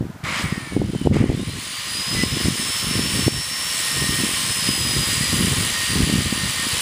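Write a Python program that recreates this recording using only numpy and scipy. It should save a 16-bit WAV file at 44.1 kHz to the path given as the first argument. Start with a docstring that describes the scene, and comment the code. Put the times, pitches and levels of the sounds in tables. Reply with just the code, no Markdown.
"""A power saw some gardens away is blipped, coasts, restarts, runs up and sags under load.
Its teeth chop the air into a whine that follows the blade speed, with gear tones moving alongside.
Motor and blade noise rush through the guard, gears rasp at each start, and other modes sing for a moment.
Wind eddies thump on the single microphone port over far traffic and leaves; the loudest thumps
make the gain control duck."""
import sys
import numpy as np
from scipy import signal
from scipy.fft import rfft, irfft, next_fast_len
from scipy.io import wavfile
from scipy.ndimage import uniform_filter1d, map_coordinates

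SR = 44100
rng = np.random.default_rng(int(sys.argv[2]) if len(sys.argv) > 2 else 0)


def put_to_file(sound):
    """Save the sound as 16-bit audio at rate SR, in the file named by the first command-line argument."""
    columns = np.atleast_2d(sound).T  # one column per channel
    safe = np.clip(columns, -1, 1)
    whole_steps = np.round(safe * 32767)
    wavfile.write(sys.argv[1], SR, whole_steps.astype(np.int16))


N = 300321

# far traffic and leaves, relative spectrum: freq_hz, density_db (per Hz)
YARD_SPECTRUM = [(350, -49), (600, -9.5), (787, -10.5), (1050, -11), (1130, -15), (1390, -10.5),
                 (2390, -21), (15300, -33.5)]
YARD_DB = -45.5  # rms

# wind buffeting between the eddies: time_s, level_db
BUFFET_LEVEL = [(0, -21), (.12, -44.5), (.45, -30), (.68, -41.5), (.78, -23), (1, -32), (1.1, -12.5),
                (1.4, -14.5), (1.76, -39), (2.04, -36), (2.15, -24), (2.28, -28), (2.45, -20.5),
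                (2.56, -31.5), (2.8, -35), (2.9, -24), (3.25, -30), (3.34, -30.5), (3.55, -43.5),
                (3.92, -41), (3.98, -27.5), (4.27, -30), (4.36, -37), (4.6, -33), (4.9, -28.5),
                (5.28, -29.5), (5.4, -20.5), (5.62, -29), (5.7, -36), (5.89, -37), (5.95, -22.5),
                (6.12, -21.5), (6.33, -30), (6.43, -32), (6.54, -37)]
# relative spectrum of the buffeting: freq_hz, density_db (per Hz)
BUFFET_SPECTRUM = [(12, -49), (20, -36), (59, -0.5), (140, 3), (300, -13.5), (328, -10.5), (544, -20.5),
                   (586, -31.5), (700, -32.5), (910, -41), (1540, -120)]
# single eddies: centre_s, strength_db (before the thump filter), pitch_hz
EDDIES = [(.01, -8, 194), (.068, -20, 168), (.104, -18.5, 159), (.241, -15, 121), (.526, -6, 164),
          (.58, -11.5, 188), (.767, -2, 279), (.775, -3, 226), (.818, -4, 275), (.935, -10.5, 180),
          (.951, -10, 308), (.962, -9, 153), (1.016, -8, 218), (1.073, 1, 307), (1.113, 4, 187),
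          (1.145, 1, 228), (1.16, 1, 213), (1.168, 1.5, 317), (1.194, -4, 157), (1.227, 1.5, 278),
          (1.242, 8.5, 286), (1.261, 0, 271), (1.301, 6.5, 292), (1.318, 1, 269), (1.349, 1, 200),
          (2.194, -11, 183), (2.237, -2, 224), (2.372, -6.5, 220), (2.485, 0, 211), (2.955, -12, 166),
          (2.995, -7.5, 230), (3.194, -9.5, 201), (3.266, -10, 178), (3.281, .5, 265), (4.094, -7, 177),
          (4.238, -7.5, 236), (4.691, -6, 200), (5.211, -10.5, 159), (5.331, -12, 253), (5.345, -10.5, 169),
          (5.475, -12, 215), (5.611, -12, 163), (6.006, -2.5, 198), (6.099, -7, 201), (6.141, -7, 187),
          (6.158, -4, 174), (6.327, -7.5, 195), (6.437, -12, 145), (6.669, -13.5, 230)]
# lesser eddies at random: strength over the buffet and its scatter, typical pitch and its log spread
FLUTTER_PER_S = 70
FLUTTER_DB, FLUTTER_SCATTER_DB, FLUTTER_HZ, FLUTTER_SPREAD = 9.5, 2.5, 207.5, .2

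# the switch is pressed and the gears rasp: start_s, length_s (until the fade), level_db
STARTS = [(0.23, 0.14, -27), (1.114, 0.093, -26)]
# relative spectrum of the gear rasp: freq_hz, density_db (per Hz)
RASP_SPECTRUM = [(500, -6), (800, -10), (1100, -0.5), (1600, -4), (2200, 3), (2800, -11.5), (5000, -38)]
RASP_ATTACK_S, RASP_FADE_DB_PER_S = 0.025, 50

# broadband noise of the saw: time_s, body_db, hiss_over_body_db
RUSH_LEVEL = [(.236, -39.5, -7), (.26, -36.5, -7), (.4, -29.5, -8.5), (.46, -38.5, -3), (.56, -42.5, -4),
              (.85, -44.5, -6), (1.12, -43.5, -4.5), (1.14, -31.5, -7), (1.25, -34, -5),
              (1.64, -27.5, -2.5), (2.36, -27.5, -2), (2.6, -27.5, 0.5), (3.08, -30, -1.5),
              (3.15, -28.5, 1), (3.3, -30.5, 1.5), (3.7, -30.5, 1), (3.78, -29, 1.5), (5.2, -28, 0.5),
              (6, -28, -1.5), (6.3, -30, -2), (6.81, -27.5, -0.5)]
# depth of the hiss throb, once a turn of the blade: time_s, depth (0-1)
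THROB_DEPTH = [(1.2, 0.3), (2, 0.26), (4.3, 0.26), (4.8, 0.2), (6.81, 0.28)]
# relative spectrum of the body noise: freq_hz, density_db (per Hz)
BODY_SPECTRUM = [(290, -30), (500, -10), (742, -15), (1050, -6), (1600, -7), (1890, -1), (2480, -4.5),
                 (2900, 0), (4870, -6.5), (6000, -10), (7800, -10.5), (13200, -120)]
# relative spectrum of the blade hiss: freq_hz, density_db (per Hz)
HISS_SPECTRUM = [(3500, -2.5), (5500, -4), (7000, -2), (8500, 3.5), (10800, 2), (12000, -12), (13500, -7.5),
                 (15500, -4.5)]
# resonances of guard and blade: centre_hz, width_hz, lift_db
GUARD_MODES = [(1064, 37, 6.5), (1208, 20, 5.5), (1884, 37, 1.5), (2342, 26, 7), (2868, 18, 4.5),
               (3066, 57, 3), (3920, 61, 3), (4254, 22, 7), (4960, 140, 7), (8090, 115, 7.5),
               (9350, 104, 4.5)]

TEETH = 61
# speed of the saw, coasting, running up, sagging: time_s, tooth_whine_hz
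SPEED = [(.42, 3930), (.55, 3750), (.8, 3360), (1.14, 2840), (1.19, 2660), (1.32, 3327), (1.45, 3887),
         (1.62, 4429), (1.75, 4670), (1.9, 4865), (2.15, 5072), (2.5, 5236), (3.1, 5395), (3.75, 5441),
         (4.05, 5390), (4.45, 5232), (4.75, 5025), (5.2, 4905), (5.55, 4768), (6.2, 4665), (6.81, 4667)]
# span of each state: start_s, end_s
COAST_SPAN = (.43, 1.14)
RUN_SPAN = (1.17, 6.76)
LOAD_SPAN = (4.2, 6.9)
# gear tones that swell as they cross a resonance, one table a state:
# whine_multiple, resonance_hz, resonance_width_hz, level_db, tone_width_hz
COAST_TONES = [(1.31, 4960, 250, -46, 6), (.5, 1810, 100, -37, 6), (.645, 2250, 110, -43, 6),
               (1, 2970, 300, -46, 6), (3.03, 9400, 1000, -52, 700)]
RUN_TONES = [(2, 9850, 400, -42, 8)]
LOAD_TONES = [(1.57, 7950, 800, -37, 200), (2.345, 11000, 700, -43, 200)]
# how loud the whine leaves the guard at each pitch: pitch_hz, level_db
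WHINE_LEVEL = [(2650, -41), (3400, -42), (4430, -43), (4660, -40), (4720, -34), (4775, -44), (4850, -32),
               (4960, -29), (5110, -29), (5240, -36), (5320, -32), (5440, -31)]
WAVER_DB = 1  # slow unsteadiness of the whine
TORQUE_DB, TORQUE_HZ_PER_S = 6, 900  # most lift of the whine, and the climb in pitch that sets its scale

# pitch of one faint singing mode: time_s, pitch_hz
SING_PITCH = [(5.9, 1858), (6.3, 1842), (6.81, 1838)]
# swells of that mode: middle_s, length_s, level_db
SING_SWELLS = [(4.02, .4, -37), (5.85, .2, -35), (6.13, .15, -42), (6.46, .09, -38), (6.6, .09, -38)]
SING_DB, SING_FROM_S = -41.5, 3.03
# other modes of blade and guard that sound for a moment: pitch_hz, start_s, end_s, level_db, width_hz
CHIRPS = [(9150, .54, 0.82, -48, 800), (9600, 1.4, 1.56, -35, 540), (6650, 1.52, 1.8, -41, 250),
          (9700, 1.57, 1.76, -36, 300), (2000, 2.11, 2.28, -31, 15), (1825, 2.56, 2.76, -35, 15),
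          (1960, 5.17, 5.34, -33.5, 20)]

LIMIT_DB, DUCK_S, RECOVER_DB_PER_S = -5.5, 0.0074, 10.5  # peak limit, time constant down, slow climb back
# missing band of the treble: low_hz, high_hz
GAP_BAND = (12290, 12710)
TOP_HZ = 15310  # band limit
CEILING = .9  # amplitude toward which loud thumps are rounded off


def amp(db):
    """Logarithmic level: decibels to an amplitude ratio."""
    return 10 ** (np.asarray(db) / 20)


def unit(x):
    """Normalisation to rms 1."""
    return x / np.sqrt(np.mean(x ** 2) + 1e-20)


def curves(rows):
    """Linear interpolation: one value per sample for each column after the time."""
    s, *cols = np.transpose(rows)
    return [np.interp(np.arange(N) / SR, s, c) for c in cols]


def window(start, end, edge):
    """Gating: 1 between the two times, with straight ramps just inside them."""
    t = np.arange(N) / SR
    return np.clip(np.minimum(t - start, end - t) / edge, 0, 1)


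def wobble(rate):
    """Slow random modulation: a smooth curve through normal random knots, rate knots a second."""
    knots = rng.standard_normal(int(N * rate / SR) + 4)
    return map_coordinates(knots, [np.arange(N) * rate / SR])


def filtered(x, response):
    """Linear filtering: the spectrum of x times a response of frequency."""
    m = next_fast_len(N + 8192)
    return irfft(rfft(x, m) * response(np.fft.rfftfreq(m, 1 / SR)), m)[..., :N]


def noise(points, patchy_db=0, modes=(), band_hz=(0, 1e5)):
    """Spectral shaping: noise with patches of random gain and raised modes, rms 1 inside the band."""
    z = signal.stft(rng.standard_normal(N), nperseg=512)[2]
    field = uniform_filter1d(rng.standard_normal(z.shape), size=8, axis=0)
    field = uniform_filter1d(field, size=12, axis=1)
    patchy = signal.istft(z * amp(patchy_db * unit(field)), nperseg=512)[1][:N]
    # fall to silence an octave beyond either end
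    below, above = (points[0][0] / 2, -120), (points[-1][0] * 2, -120)
    f, level = np.transpose([below] + list(points) + [above])

    def response(hz):
        lift = sum(db / (1 + (2 * (hz - c) / w) ** 2) for c, w, db in modes)
        return amp(np.interp(np.log(hz + 1), np.log(f), level) + lift)

    x = filtered(patchy, response)
    inside = filtered(x, lambda hz: (hz > band_hz[0]) & (hz < band_hz[1]))
    return x / np.sqrt(np.mean(inside ** 2))


def tone(hz, blur, flutter_db):
    """Phase and amplitude modulation: an unsteady sine, rms about 1."""
    size = np.sqrt(2) * amp(flutter_db * wobble(25))
    phase = 2 * np.pi * np.cumsum(hz) / SR + blur * wobble(60)
    return size * np.sin(phase)


def fuzzy(hz, width_hz):
    """Narrow-band modulation: noise rides on a carrier that follows a pitch curve, rms 1."""
    carrier = np.exp(2j * np.pi * np.cumsum(hz) / SR)
    core = 1.2 * (width_hz < 50)  # narrow ones keep a clear core
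    return unit(np.real((core + wobble(width_hz) + 1j * wobble(width_hz)) * carrier))


def blade_turn(whine_hz):
    """Tooth passing: the blade turns once for every TEETH cycles of the whine; phase in radians."""
    return 2 * np.pi * np.cumsum(whine_hz / TEETH) / SR


def yard():
    """Diffuse background: far traffic and leaves merge into steady coloured noise."""
    return amp(YARD_DB) * noise(YARD_SPECTRUM)


def flutter():
    """Random arrivals: small eddies at random times, stronger where the wind is stronger."""
    count = int(FLUTTER_PER_S * N / SR)
    s = rng.random(count) * N / SR
    size, pitch = rng.standard_normal((count, 2)).T
    buffet_db = np.interp(s, *np.transpose(BUFFET_LEVEL))
    strength_db = buffet_db + FLUTTER_DB + FLUTTER_SCATTER_DB * size
    return np.transpose([s, strength_db, FLUTTER_HZ * np.exp(FLUTTER_SPREAD * pitch)])


def wind():
    """Turbulent pressure: lumpy buffeting, and eddies of about one cycle; small fast ones also snap."""
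    buffet = amp(curves(BUFFET_LEVEL)[0]) * unit(amp(5.6 * wobble(50)) * noise(BUFFET_SPECTRUM))
    t = np.arange(-1500, 1500) / SR  # time about the centre of an eddy
    eddies = [*EDDIES, *flutter()]
    thumps = np.zeros(N + 2 * len(t))
    phases = rng.random((len(eddies), 2))
    for (s, db, hz), (phase, snap_phase) in zip(eddies, phases):
        push = np.exp(-np.abs(t * hz / 0.38) ** 1.16) * np.cos(2 * np.pi * (hz * t + phase))
        snap = np.exp(-(t / .0012) ** 2) * np.cos(2 * np.pi * (2.4 * hz * t + snap_phase))
        snap_gain = amp(-15.5) * (hz / 280) ** 3.0
        thumps[round(s * SR):][:len(t)] += amp(db) * (push + snap_gain * snap)
    thumps = thumps[len(t) // 2:][:N]
    # low cut at 50 Hz, high cut at 1300 Hz
    thumps = filtered(thumps, lambda f: f ** 2 / (f ** 2 + 50 ** 2) / (1 + (f / 1300) ** 4))
    return buffet + thumps


def rasp():
    """Gear meshing: grainy noise under the starting torque, fading once it is over."""
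    t = np.arange(N) / SR
    level = np.zeros(N)
    for s, length, db in STARTS:
        fade_db = RASP_FADE_DB_PER_S * np.clip(t - s - length, 0, None)
        level += amp(db - fade_db) * window(s, 9, RASP_ATTACK_S)
    return level * unit(amp(1.4 * wobble(250)) * noise(RASP_SPECTRUM, patchy_db=0.5))


def rush():
    """Resonant radiation: motor and blade noise through the guard; the hiss throbs as the blade wobbles."""
    body_db, hiss_db = curves(RUSH_LEVEL)
    turn = blade_turn(curves(SPEED)[0])
    throb = 1 + np.clip(curves(THROB_DEPTH)[0], 0, 1) * np.sin(turn + .5 * wobble(5.7))
    surge_db = 0.32 * wobble(14)
    body = noise(BODY_SPECTRUM, patchy_db=0.5, modes=GUARD_MODES, band_hz=(2500, 4400))
    hiss = noise(HISS_SPECTRUM, patchy_db=1.5, modes=GUARD_MODES, band_hz=(6000, 11000))
    both = amp(body_db) * body + amp(body_db + hiss_db) * throb * hiss
    return both * amp(surge_db) * window(0.236, 9, 0.0036)


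def gear_tones(table, span):
    """Forced resonance: each tone follows the speed and swells near its mode; wide ones throb each turn."""
    hz, = curves(SPEED)
    turn = np.sin(blade_turn(hz))
    total = np.zeros(N)
    for multiple, peak_hz, reach_hz, db, width_hz in table:
        swell = amp(db) / np.sqrt(1 + (2 * (multiple * hz - peak_hz) / reach_hz) ** 4)
        throb = 1 + .6 * (width_hz > 50) * turn
        total += swell * throb * fuzzy(multiple * hz, width_hz)
    return window(*span, .06) * total


def whine():
    """Siren principle: the teeth chop the air at a rate set by the speed; gear orders move with them."""
    hz, = curves(SPEED)
    climb = np.clip(uniform_filter1d(np.gradient(hz) * SR, size=4000), 0, None)  # Hz per s
    torque_db = TORQUE_DB * np.tanh(climb / TORQUE_HZ_PER_S)
    level_db = np.interp(hz, *np.transpose(WHINE_LEVEL)) + torque_db + WAVER_DB * wobble(7)
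    teeth = amp(level_db) * tone(hz, blur=0.46, flutter_db=2.0) * window(*RUN_SPAN, .04)
    coast, run = gear_tones(COAST_TONES, COAST_SPAN), gear_tones(RUN_TONES, RUN_SPAN)
    return teeth + coast + run + gear_tones(LOAD_TONES, LOAD_SPAN)


def sing():
    """Modal vibration: brief fuzzy bands of blade and guard, and one faint mode that lasts and swells."""
    t = np.arange(N) / SR
    level = amp(SING_DB) * window(SING_FROM_S, 9, 0.11)
    for s, length, db in SING_SWELLS:
        level += amp(db) * np.exp(-(2 * (t - s) / length) ** 4)
    sound = level * tone(curves(SING_PITCH)[0], blur=.5, flutter_db=2.5)
    for hz, start, end, db, width_hz in CHIRPS:
        sound += amp(db) * window(start, end, .05) * fuzzy(np.full(N, hz), width_hz)
    return sound


def scene():
    """Superposition: the sounds add at one microphone, which feeds both channels."""
    mono = whine() + rush() + rasp() + sing() + wind() + yard()
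    return np.array([mono, mono])


def gain_control(x):
    """Peak limiting: gain heads for what holds each peak at the limit, lags, and recovers steadily."""
    size = np.abs(signal.hilbert(x, next_fast_len(N))[:N]) + 1e-9  # envelope
    climb_db = RECOVER_DB_PER_S * np.arange(N) / SR
    need_db = np.minimum(0, LIMIT_DB - 20 * np.log10(size))
    gain_db = np.minimum.accumulate(need_db - climb_db) + climb_db
    keep = np.exp(-1 / (DUCK_S * SR))
    return x * amp(signal.lfilter([1 - keep], [1, -keep], gain_db))


def record(dry):
    """Saturation and band limiting: gain control, a rounded ceiling, then a treble gap and a top limit."""
    dry = np.array([gain_control(x) for x in dry])
    dry = dry / (1 + np.abs(dry / CEILING) ** 6) ** (1 / 6)
    return filtered(dry, lambda hz: (hz < TOP_HZ) & ((hz < GAP_BAND[0]) | (hz > GAP_BAND[1])))


dry = scene()
out = record(dry)
put_to_file(out)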